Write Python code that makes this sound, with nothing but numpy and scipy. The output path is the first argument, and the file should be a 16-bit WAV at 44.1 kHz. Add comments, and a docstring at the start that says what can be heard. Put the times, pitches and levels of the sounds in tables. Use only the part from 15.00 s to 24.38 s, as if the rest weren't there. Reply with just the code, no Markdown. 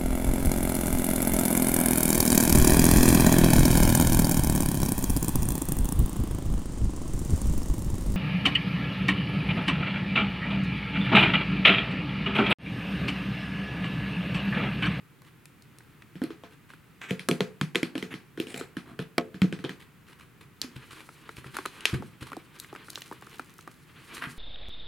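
"""A soft indoor hum with faint hiss, then small clicks and puffs of air as dogs sniff about a small room.
They nose and tip hard plastic boxes on the floor, then take a treat right at the microphone.
Each knock is a short noise crack at the rim, with decaying sines for the thin walls and drum-like bottom.
Sliding boxes are trains of uneven slips, sniffs and fur are shaped noise, and paws are short low thumps.
Teeth, lips and tongues are brief cavity tones with bright ticks; filtered noise tails make the room."""
import sys
import numpy as np
from scipy import signal
from scipy.fft import rfft, irfft, next_fast_len
from scipy.io import wavfile

SR = 44100
rng = np.random.default_rng(int(sys.argv[2]) if len(sys.argv) > 2 else 0)


def to_wav(sig):
    """Store sig (one row per channel, or 1-D mono) as 16-bit WAV at the path in sys.argv[1].

    Samples outside -1..1 are clipped; the rate is SR.
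    """
    pcm = np.clip(np.atleast_2d(sig), -1, 1) * 32767
    pcm = np.round(pcm).astype(np.int16)
    wavfile.write(sys.argv[1], SR, pcm.T)  # frames by channels


N = 413658  # samples in the scene
AGE = np.arange(SR // 3) / SR  # seconds since a blow; every struck sound and room tail ends here


def undb(db):
    """Turn decibels into an amplitude factor."""
    return 10 ** (np.asarray(db) / 20)


def level(x, db, span):
    """Scale a sound so that its energy, spread over span seconds, has this level in dB."""
    rms = np.sqrt(np.sum(x ** 2) / (span * SR) + 1e-18)
    return x * undb(db) / rms


def fade(t60):
    """Exponential decay after a blow, falling 60 dB in t60 seconds."""
    return np.exp(-np.log(1000) * AGE / t60)


def add(track, s, x):
    """Mix a sound into a track from time s in seconds."""
    i = int(s * SR)
    track[i:i + len(x)] += x[:N - i]


def band(x, hz, ratio, order=1):
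    """Band-pass from hz / ratio to hz * ratio, kept below the top of the sampled range."""
    edges = [hz / ratio, min(hz * ratio, .47 * SR)]
    return signal.sosfilt(signal.butter(order, edges, "band", fs=SR, output="sos"), x)


def highpass(x, hz, order=2):
    """Remove what lies below hz."""
    return signal.sosfilt(signal.butter(order, hz, "high", fs=SR, output="sos"), x)


def noise(points, size):
    """Noise of rms 1, its spectrum drawn through (Hz, dB) points."""
    hz, db = np.transpose(points)
    n = next_fast_len(size)
    f = np.arange(n // 2 + 1) * SR / n
    gain = undb(np.interp(np.log(f + 1), np.log(hz), db))
    x = irfft(rfft(rng.standard_normal(n)) * gain, n)[:size]
    return x / x.std()


def walk(rate, size):
    """Random wander with a spread near 1: straight lines between rate random points per second."""
    steps = np.arange(size) * rate / SR
    count = int(steps[-1]) + 2
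    return np.interp(steps, np.arange(count), rng.standard_normal(count))


def spread(mid, side, side_db):
    """Left and right from a common and an opposed part."""
    return mid + undb(side_db) * side * np.array([[1], [-1]])


def crack(t60, rise=0.0014):
    """A burst of contact noise; the surfaces take a moment to meet."""
    return rng.standard_normal(len(AGE)) * fade(t60) * (1 - fade(rise))


# Spectrum of fine contact noise. Each row: frequency in Hz, relative density in dB per Hz.
FINE = [(1500, -70), (4000, 1), (5800, -4.5), (7500, -4), (9800, -1.5), (12000, -5.5), (16000, -22.5)]


def tick(t60):
    """The very short, bright start of a contact."""
    return noise(FINE, len(AGE)) * fade(t60)


def radiated(hz, ratio):
    """A click summed over all directions, as the room hears it: one smooth broad hump."""
    return band(band(signal.unit_impulse(len(AGE)), hz, ratio), 1770, 3.0, order=2)


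# Spectrum of the room's air noise. Each row: frequency in Hz, relative density in dB per Hz.
HUM = [(18, -74), (30, -13), (64, -11), (95, -6), (141, -0.5), (252, -11), (287, -9), (473, -17.5),
       (616, -26), (1350, -18.5), (1760, -20.5), (2540, -23), (5590, -38), (9220, -36), (16000, -36)]
HUM_DB = -56


def hum(wander_db=0.5, hiss_db=-74.0):
    """Nearly steady indoor air noise, with a faint independent hiss in each microphone."""
    common = noise(HUM, N) * undb(wander_db * walk(2.19, N))
    air = spread(common, noise(HUM, N), -7.5)
    return undb(HUM_DB) * air + undb(hiss_db) * rng.standard_normal((2, N))


# Fur and hands stirring near the microphone. Each row: time in seconds, rustle level in dB.
STIR = [(5.5, -81), (5.85, -57), (6.25, -61), (6.8, -53.5), (7.12, -64), (7.5, -63.5), (7.9, -58),
        (8.45, -63.5), (8.85, -66), (9.12, -51), (9.37, -56)]
# Spectrum of the fur rustle. 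Each row: frequency in Hz, relative density in dB per Hz.
FUR = [(150, -4), (400, 1.5), (650, -13), (1100, 0.5), (1700, -1), (3000, -3), (4200, -11), (6000, -28.5),
       (12000, -36)]
# Sniffs, brushing fur and scuffing feet. Each row: start in seconds, length in seconds, level in dB.
SNIFFS = [(.23, 0.068, -61), (1.5, 0.057, -62), (1.683, 0.077, -59), (4.79, 0.051, -54.5),
          (5.058, 0.09, -57), (5.171, 0.074, -56.5), (5.399, 0.053, -56), (5.619, 0.038, -48.5),
          (5.746, 0.047, -53), (5.904, 0.037, -47.5), (5.966, 0.058, -51), (6.361, 0.041, -49),
          (6.445, .05, -52.5), (6.53, 0.044, -45), (6.872, 0.11, -44.5), (7.202, 0.044, -46),
          (7.254, 0.059, -51), (8.295, .08, -55.5), (9.125, .077, -46.5)]
SNIFF_HISS_DB, STIR_HISS_DB = -10, -8  # fine hiss relative to the rustle


def sniffs(flutter_db=6.5, stir_flutter_db=5.0):
    """Short fluttering puffs of air, brushed fur and scuffs as shaped noise over a continuous stirring."""
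    stir_db = np.interp(np.arange(N) / SR, *np.transpose(STIR))
    out = undb(stir_db + stir_flutter_db * walk(30, N)) * noise(FUR, N)
    out += undb(stir_db + STIR_HISS_DB + stir_flutter_db * walk(60, N)) * noise(FINE, N)
    for start, length, db in SNIFFS:
        size = int(length * SR)
        swell = signal.windows.tukey(size, .6) * undb(flutter_db * walk(250, size))
        breath = noise(FUR, size) + undb(SNIFF_HISS_DB) * noise(FINE, size)
        add(out, start, level(swell * breath, db, length))
    return out


# Smacks of lips and tongue. Each row: time in seconds, level in dB, mouth resonance in Hz.
SMACKS = [(0.806, -53.5, 1540), (1.0219, -49.5, 1920), (1.703, -48, 1580), (1.736, -47, 1400),
          (6.09, -44.5, 1310), (6.2919, -38, 1370), (6.4439, -44, 1350), (6.587, -32, 1110),
          (6.655, -33.5, 1320), (6.659, -30.5, 1260), (6.942, -38, 1630), (7.0236, -41, 870),
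          (7.3189, -38.5, 1220), (7.331, -37, 1410), (7.3671, -39.5, 744), (7.646, -46.5, 2100),
          (7.7282, -42, 820), (7.7507, -41.5, 1300), (7.761, -42.5, 1550), (7.884, -43.5, 1420),
          (7.976, -41.5, 1175), (8.1134, -39, 920), (8.125, -40, 1180), (8.2238, -45, 1150),
          (8.2701, -46, 1280), (8.3954, -33, 1360), (8.5895, -47, 1310), (8.6761, -39, 1180)]
# Jaw thud (at the usual mouth pitch), wet tick and room send, in dB relative to the smack.
JAW_DB, WET_DB, SMACK_ROOM_DB = -6, -17, -17
# The jaw thuds harder when the mouth is wide and rings low.
JAW_DB_PER_OCT, USUAL_MOUTH_HZ = -13.5, 1250
# Sharp snaps of teeth, claws and box edges.
# Each row: time in seconds, level in dB, ringing pitch in Hz, bright tick level in dB.
SNAPS = [(0.219, -56, 1080, -59), (0.456, -52.5, 2450, -50), (0.6226, -72, 3100, -55),
         (0.7855, -65, 2900, -51), (1.238, -55, 3000, -44.5), (2.2875, -56, 3600, -26),
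         (5.6161, -27.5, 4330, -33), (6.5678, -31, 1400, -37), (6.6588, -41, 3080, -36),
         (6.807, -44.5, 2800, -47.5), (6.8545, -17.5, 2710, -29), (7.3675, -65, 3000, -49.5),
         (7.5996, -69, 5200, -36), (7.9028, -63, 4970, -38), (7.9566, -35, 3780, -50),
         (8.0195, -40.5, 2900, -47.5)]
SNAP_THUD_DB, SNAP_ROOM_DB = -20.5, -11  # thud relative to the snap; room send


def smacks_and_snaps(smack_db=-3):
    """A small cavity rings for a few cycles, with a bright tick and a small thud; returns direct and room send."""
    direct, sent = np.zeros((2, N))
    events = []
    for s, db, hz in SMACKS:
        jaw_db = db + JAW_DB + JAW_DB_PER_OCT * np.log2(hz / USUAL_MOUTH_HZ)
        events.append((s, db, hz, jaw_db, db + WET_DB, SMACK_ROOM_DB))
    for s, db, hz, tick_db in SNAPS:
        events.append((s, db, hz, db + SNAP_THUD_DB, tick_db, SNAP_ROOM_DB))
    for s, db, hz, thud_db, tick_db, room_db in events:
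        # balance tone and noise against each other, then set the level of both together
        cavity = level(np.sin(2 * np.pi * hz * AGE) * fade(22 / hz), 0, 1)
        burst = level(band(crack(0.014), hz, 1.5, order=2), smack_db, 1)
        body = level(highpass(cavity + burst, 250), db, 0.0076)
        thud = level(band(crack(0.049), 330, 1.35, order=2), thud_db, 0.007)
        bright = level(tick(0.011), tick_db, 0.0047)
        add(direct, s, body + thud + bright)
        add(sent, s, undb(room_db) * (level(radiated(hz, 1.7), db, 0.0074) + thud + bright))
    return np.array([direct, sent])


# Modes of a plastic box. Each row: frequency in Hz, relative level in dB, 60 dB decay time in seconds
# before any extra damping.
BOX = [(115, -2.5, 0.047), (150.8, -9.5, 0.17), (183.7, -1, 0.13), (255.7, 14, 0.051), (308, 6, 0.047),
       (313, -3, 0.089), (331, 1, 0.082), (408.6, 5, 0.065), (437, -5.5, 0.29), (487, 2.5, 0.099),
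       (517, -4.5, 0.19), (694, 2, 0.14), (1074, 18, 0.08), (1288, 14, 0.12), (1357, 7, 0.066),
       (1453, 15.5, 0.05), (1770, -6, 0.021), (1995, 7, 0.024), (3150, 39, 0.014), (3400, -7, .025),
       (5350, -50, .015)]
BOTTOM_TOP_HZ, WALL_TOP_HZ = 220, 800  # bottom modes lie below the first, wall modes between, rim above


def ring(lo_hz, hi_hz, spot_hz, octaves, damping, scatter_db=2.5, detune=0.0094):
    """The box modes in a range; the struck spot favours those near spot_hz, and grip shifts them a little."""
    out = 0
    for hz, db, t60 in BOX:
        size, shift = rng.standard_normal(2)
        if lo_hz <= hz < hi_hz:
            distance = np.log2(hz / spot_hz) / octaves
            weight = undb(db + scatter_db * size) / (1 + distance ** 2)
            tone = np.sin(2 * np.pi * hz * (1 + detune * shift) * AGE)
            out = out + rng.choice([-1, 1]) * weight * tone * fade(t60 / damping)
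    return out


def chatter(x, bounce_db=-16, gap=.004, count=3):
    """The light plastic rattles a few times on the floor after a blow, each time weaker."""
    out = x.copy()
    lags = np.cumsum(gap * rng.uniform(0.63, 3.8, count))
    for k, lag in enumerate(lags):
        out += np.roll(x, int(lag * SR)) * undb(bounce_db) / (k + 1)
    return out


# Box knocks. Each row: time in seconds, bottom level in dB, wall level in dB, wall pitch in Hz favoured
# by the struck spot, clack level in dB, clack pitch in Hz.
KNOCKS = [(1.155, -43.5, -46.5, 302, -53.5, 1890), (1.2175, -46, -28.5, 278, -41.5, 1300),
          (1.238, -67, -32, 303, -45.5, 1900), (1.305, -68, -39.5, 350, -48, 1390),
          (1.4362, -61, -49.5, 414, -46.5, 1140), (2.108, -29.5, -32.5, 400, -31, 2250),
          (2.1943, -49, -60, 270, -37, 2300), (2.287, -41, -24.5, 355, -26.5, 1390),
          (2.312, -29.5, -27.5, 328, -28, 2270), (2.406, -29.5, -26.5, 426, -27, 1800),
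          (2.6122, -27.5, -35, 294, -27, 2010), (2.748, -44, -39, 446, -34.5, 1880),
          (2.756, -42, -29, 381, -21.5, 2120), (2.8304, -40, -27, 294, -27, 2140),
          (2.954, -51, -31.5, 271, -36.5, 1620), (2.9789, -47, -39, 297, -37.5, 2440),
          (3.026, -41, -36, 349, -35, 2020), (3.1398, -46.5, -41, 310, -39.5, 1930),
          (3.3749, -48, -38, 313, -43.5, 1590), (3.4003, -52, -29, 335, -33.5, 2580),
          (3.4694, -64, -45, 347, -45, 2400), (3.543, -64, -42, 343, -38.5, 2120),
          (3.611, -57, -38.5, 373, -39.5, 1390), (3.7684, -41.5, -35.5, 293, -36.5, 1700),
          (3.991, -34.5, -38.5, 440, -37, 1590), (4.181, -40, -26, 340, -22, 2150),
          (4.1809, -58, -30, 614, -24, 1080), (4.3434, -41.5, -46, 252, -48, 1730),
          (4.418, -17.5, -33, 298, -27.5, 1850), (4.442, -42, -31.5, 249, -62, 2250),
          (4.5256, -33.5, -36, 350, -36, 1700), (4.5896, -43.5, -47, 300, -49, 1800),
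          (4.641, -41.5, -34, 377, -39, 1700), (4.6934, -42.5, -43, 324, -36.5, 1800)]
# Light knocks are mostly room, hard ones stand out dry: clack level in dB where this adds no change
# to the room send, and dB of room per dB of clack.
ROOM_EVEN_DB, ROOM_SLOPE = -41, -0.42
# The hard knock near 4.18 s is dry, with little room tail: time span in seconds, room change in dB.
DRY_SPAN_S, DRY_ROOM_DB = (4.0, 4.3), -11.5
# The bright edge tick keeps step with the clack, and grows with its pitch (a harder contact).
EDGE_DB, EDGE_DB_PER_OCT, USUAL_CLACK_HZ = -14.5, 8.5, 1900


def knocks(body_room_db=-14, clack_room_db=-1, rim_db=-5.0, flex_db=1, flex_t60=0.044):
    """Rim crack, wall flex and bottom boom; returns the direct sound and what goes into the room."""
    direct, sent = np.zeros((2, N))
    for s, bottom_db, wall_db, wall_hz, clack_db, clack_hz in KNOCKS:
        is_dry = DRY_SPAN_S[0] < s < DRY_SPAN_S[1]
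        room_db = ROOM_SLOPE * (clack_db - ROOM_EVEN_DB) + is_dry * DRY_ROOM_DB
        edge_db = clack_db + EDGE_DB + EDGE_DB_PER_OCT * np.log2(clack_hz / USUAL_CLACK_HZ)

        # the bottom takes a few milliseconds to get going
        boom = ring(0, BOTTOM_TOP_HZ, 165, 1.6, 1.0) * (1 - fade(0.051))
        bottom = level(highpass(boom, 95), bottom_db, 0.045)

        # the wall gives way under the blow, then rings on in its modes; a small panel radiates little bass
        flex = level(np.sin(2 * np.pi * wall_hz * AGE) * fade(flex_t60), flex_db, 0.021)
        modes = level(ring(BOTTOM_TOP_HZ, WALL_TOP_HZ, wall_hz, 0.41, 0.95), 0, 0.025)
        wall = level(highpass((flex + modes) * (1 - fade(0.004)), 118), wall_db, 0.029)

        contact = band(band(crack(0.0096), clack_hz, 1.15), 1450, 3.35, order=2)
        clack = chatter(level(contact, clack_db, 0.0061))
        rim_modes = ring(WALL_TOP_HZ, SR, clack_hz, .5, 1.0, detune=.02)
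        rim = level(rim_modes, clack_db + rim_db, .006)
        edge = level(tick(0.013), edge_db, 0.0059)
        add(direct, s, bottom + wall + clack + rim + edge)

        bright = level(radiated(clack_hz, 1.97), clack_db, 0.0033) + edge
        add(sent, s, undb(body_room_db) * (bottom + wall) + undb(room_db + clack_room_db) * bright)
    return np.array([direct, sent])


# Plastic sliding. Each row: start in seconds, end in seconds, rasp level in dB, rasp pitch in Hz,
# grit level in dB, wall level in dB.
SCRAPES = [(2, 2.131, -44.5, 1840, -59, -56), (3.102, 3.136, -44, 2140, -60, -46),
           (3.461, 3.555, -53.5, 2330, -56.5, -54), (3.528, 3.619, -50, 2160, -47.5, -45.5),
           (3.843, 3.96, -58.5, 1070, -74, -52), (3.992, 4.035, -51.5, 2600, -60, -45),
           (4.644, 4.668, -41.5, 3550, -65, -36.5), (9.207, 9.271, -37, 1420, -56, -47.5)]


def scrapes(slip_rate=450, spread_db=5):
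    """Stick and slip: uneven little blows, slip_rate a second, rasp in the rim and shake the walls."""
    out = np.zeros(N)
    for start, end, rasp_db, hz, grit_db, wall_db in SCRAPES:
        span = end - start
        size = int(span * SR)
        happens = rng.random(size) < slip_rate / SR
        force = undb(spread_db * np.minimum(rng.exponential(size=size), 3))
        slips = happens * force * rng.choice([-1, 1], size)
        slips = (slips + 0.29 * rng.standard_normal(size)) * signal.windows.tukey(size, .5)
        # the pressure on the box comes and goes
        slips = slips * undb(5.0 * walk(122.0, size))
        rasp = band(band(slips, hz, 1.4), 1780, 2.0, order=3)
        grit = signal.fftconvolve(slips, tick(0.0027))
        wall_modes = ring(BOTTOM_TOP_HZ, WALL_TOP_HZ, 224, 1.0, 6.7)
        walls = highpass(signal.fftconvolve(slips, wall_modes), 135)
        for part, part_db in (rasp, rasp_db), (grit, grit_db), (walls, wall_db):
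            add(out, start, level(part, part_db, span))
    return out


# Soft thumps of paws and bodies. Each row: time in seconds, level in dB, pitch in Hz.
PAWS = [(5.644, -45.5, 260), (5.762, -43, 124), (6.38, -46, 119), (6.46, -46.5, 137), (6.931, -28.5, 127),
        (6.942, -30, 145), (6.999, -39, 203), (7.22, -41, 117), (9.27, -43.5, 151)]


def paws(pad_db=-9):
    """A padded blow: a few low cycles and a dull patter."""
    out = np.zeros(N)
    for s, db, hz in PAWS:
        cycles = np.sin(2 * np.pi * hz * AGE) * fade(0.05) * (1 - fade(0.0088))
        thump = level(cycles, db, 0.032)
        patter = level(band(crack(0.029), 278, 1.31, order=2), db + pad_db, 0.045)
        add(out, s, thump + patter)
    return out


def licks(count=60, wet_db=-58, spread_db=4):
    """Tiny saliva clicks, short noise bursts, while the dog works the treat out of the fingers."""
    out = np.zeros(N)
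    for when, pitch, size in rng.random((count, 3)):
        click = band(crack(0.0094), 1400 * 7 ** pitch, 2.3)
        click_db = wet_db + spread_db * min(-np.log(size), 3)  # mostly faint, a few stronger
        add(out, 7.55 + 1.2 * when, level(click, click_db, 0.0026))
    return out


# Room decay. Each row: frequency in Hz, 60 dB decay time in seconds.
ROOM = [(100, 0.39), (400, 0.33), (1500, .32), (4000, 0.2), (9000, 0.25), (16000, 0.26)]


def room(x, side_db=-7, onset=0.0093):
    """Dense reflections of a small furnished room: octave bands of noise, each with its own decay."""
    hz, t60 = np.transpose(ROOM)
    tails = []
    for _ in range(2):
        tail = np.zeros(len(AGE))
        for f in 110 * 2. ** np.arange(8):
            octave = band(rng.standard_normal(len(AGE)), f, np.sqrt(2), order=2)
            tail += octave * fade(np.interp(np.log(f), np.log(hz), t60))
        # reflections build up over the first milliseconds
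        tail = tail * (1 - np.exp(-(2 * AGE / onset) ** 2))
        tails.append(signal.fftconvolve(x, tail / np.sqrt(np.sum(tail ** 2)))[:N])
    return spread(*tails, side_db)


def scene():
    """Hard and soft sounds close to a two-port microphone, in the room."""
    direct, sent = knocks() + smacks_and_snaps()
    soft = sniffs() + paws() + licks()
    sliding = scrapes()
    near = direct + soft + sliding
    # a faint 2.2 ms delayed copy, its bass thinned, is added with opposite sign left and right
    delayed = highpass(np.roll(near, int(.0022 * SR)), 300, order=1)
    into_room = sent + undb(-7.5) * soft + undb(-8) * sliding
    return hum() + spread(near, delayed, -15.5) + room(into_room)


TOP_HZ = 16400


def record(dry):
    """The recorder thins the deepest bass and cuts what lies above TOP_HZ."""
    dry = highpass(dry, 35, order=1)
    return signal.sosfilt(signal.ellip(8, .2, 70, TOP_HZ, fs=SR, output="sos"), dry)


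dry = scene()
out = record(dry)
to_wav(out)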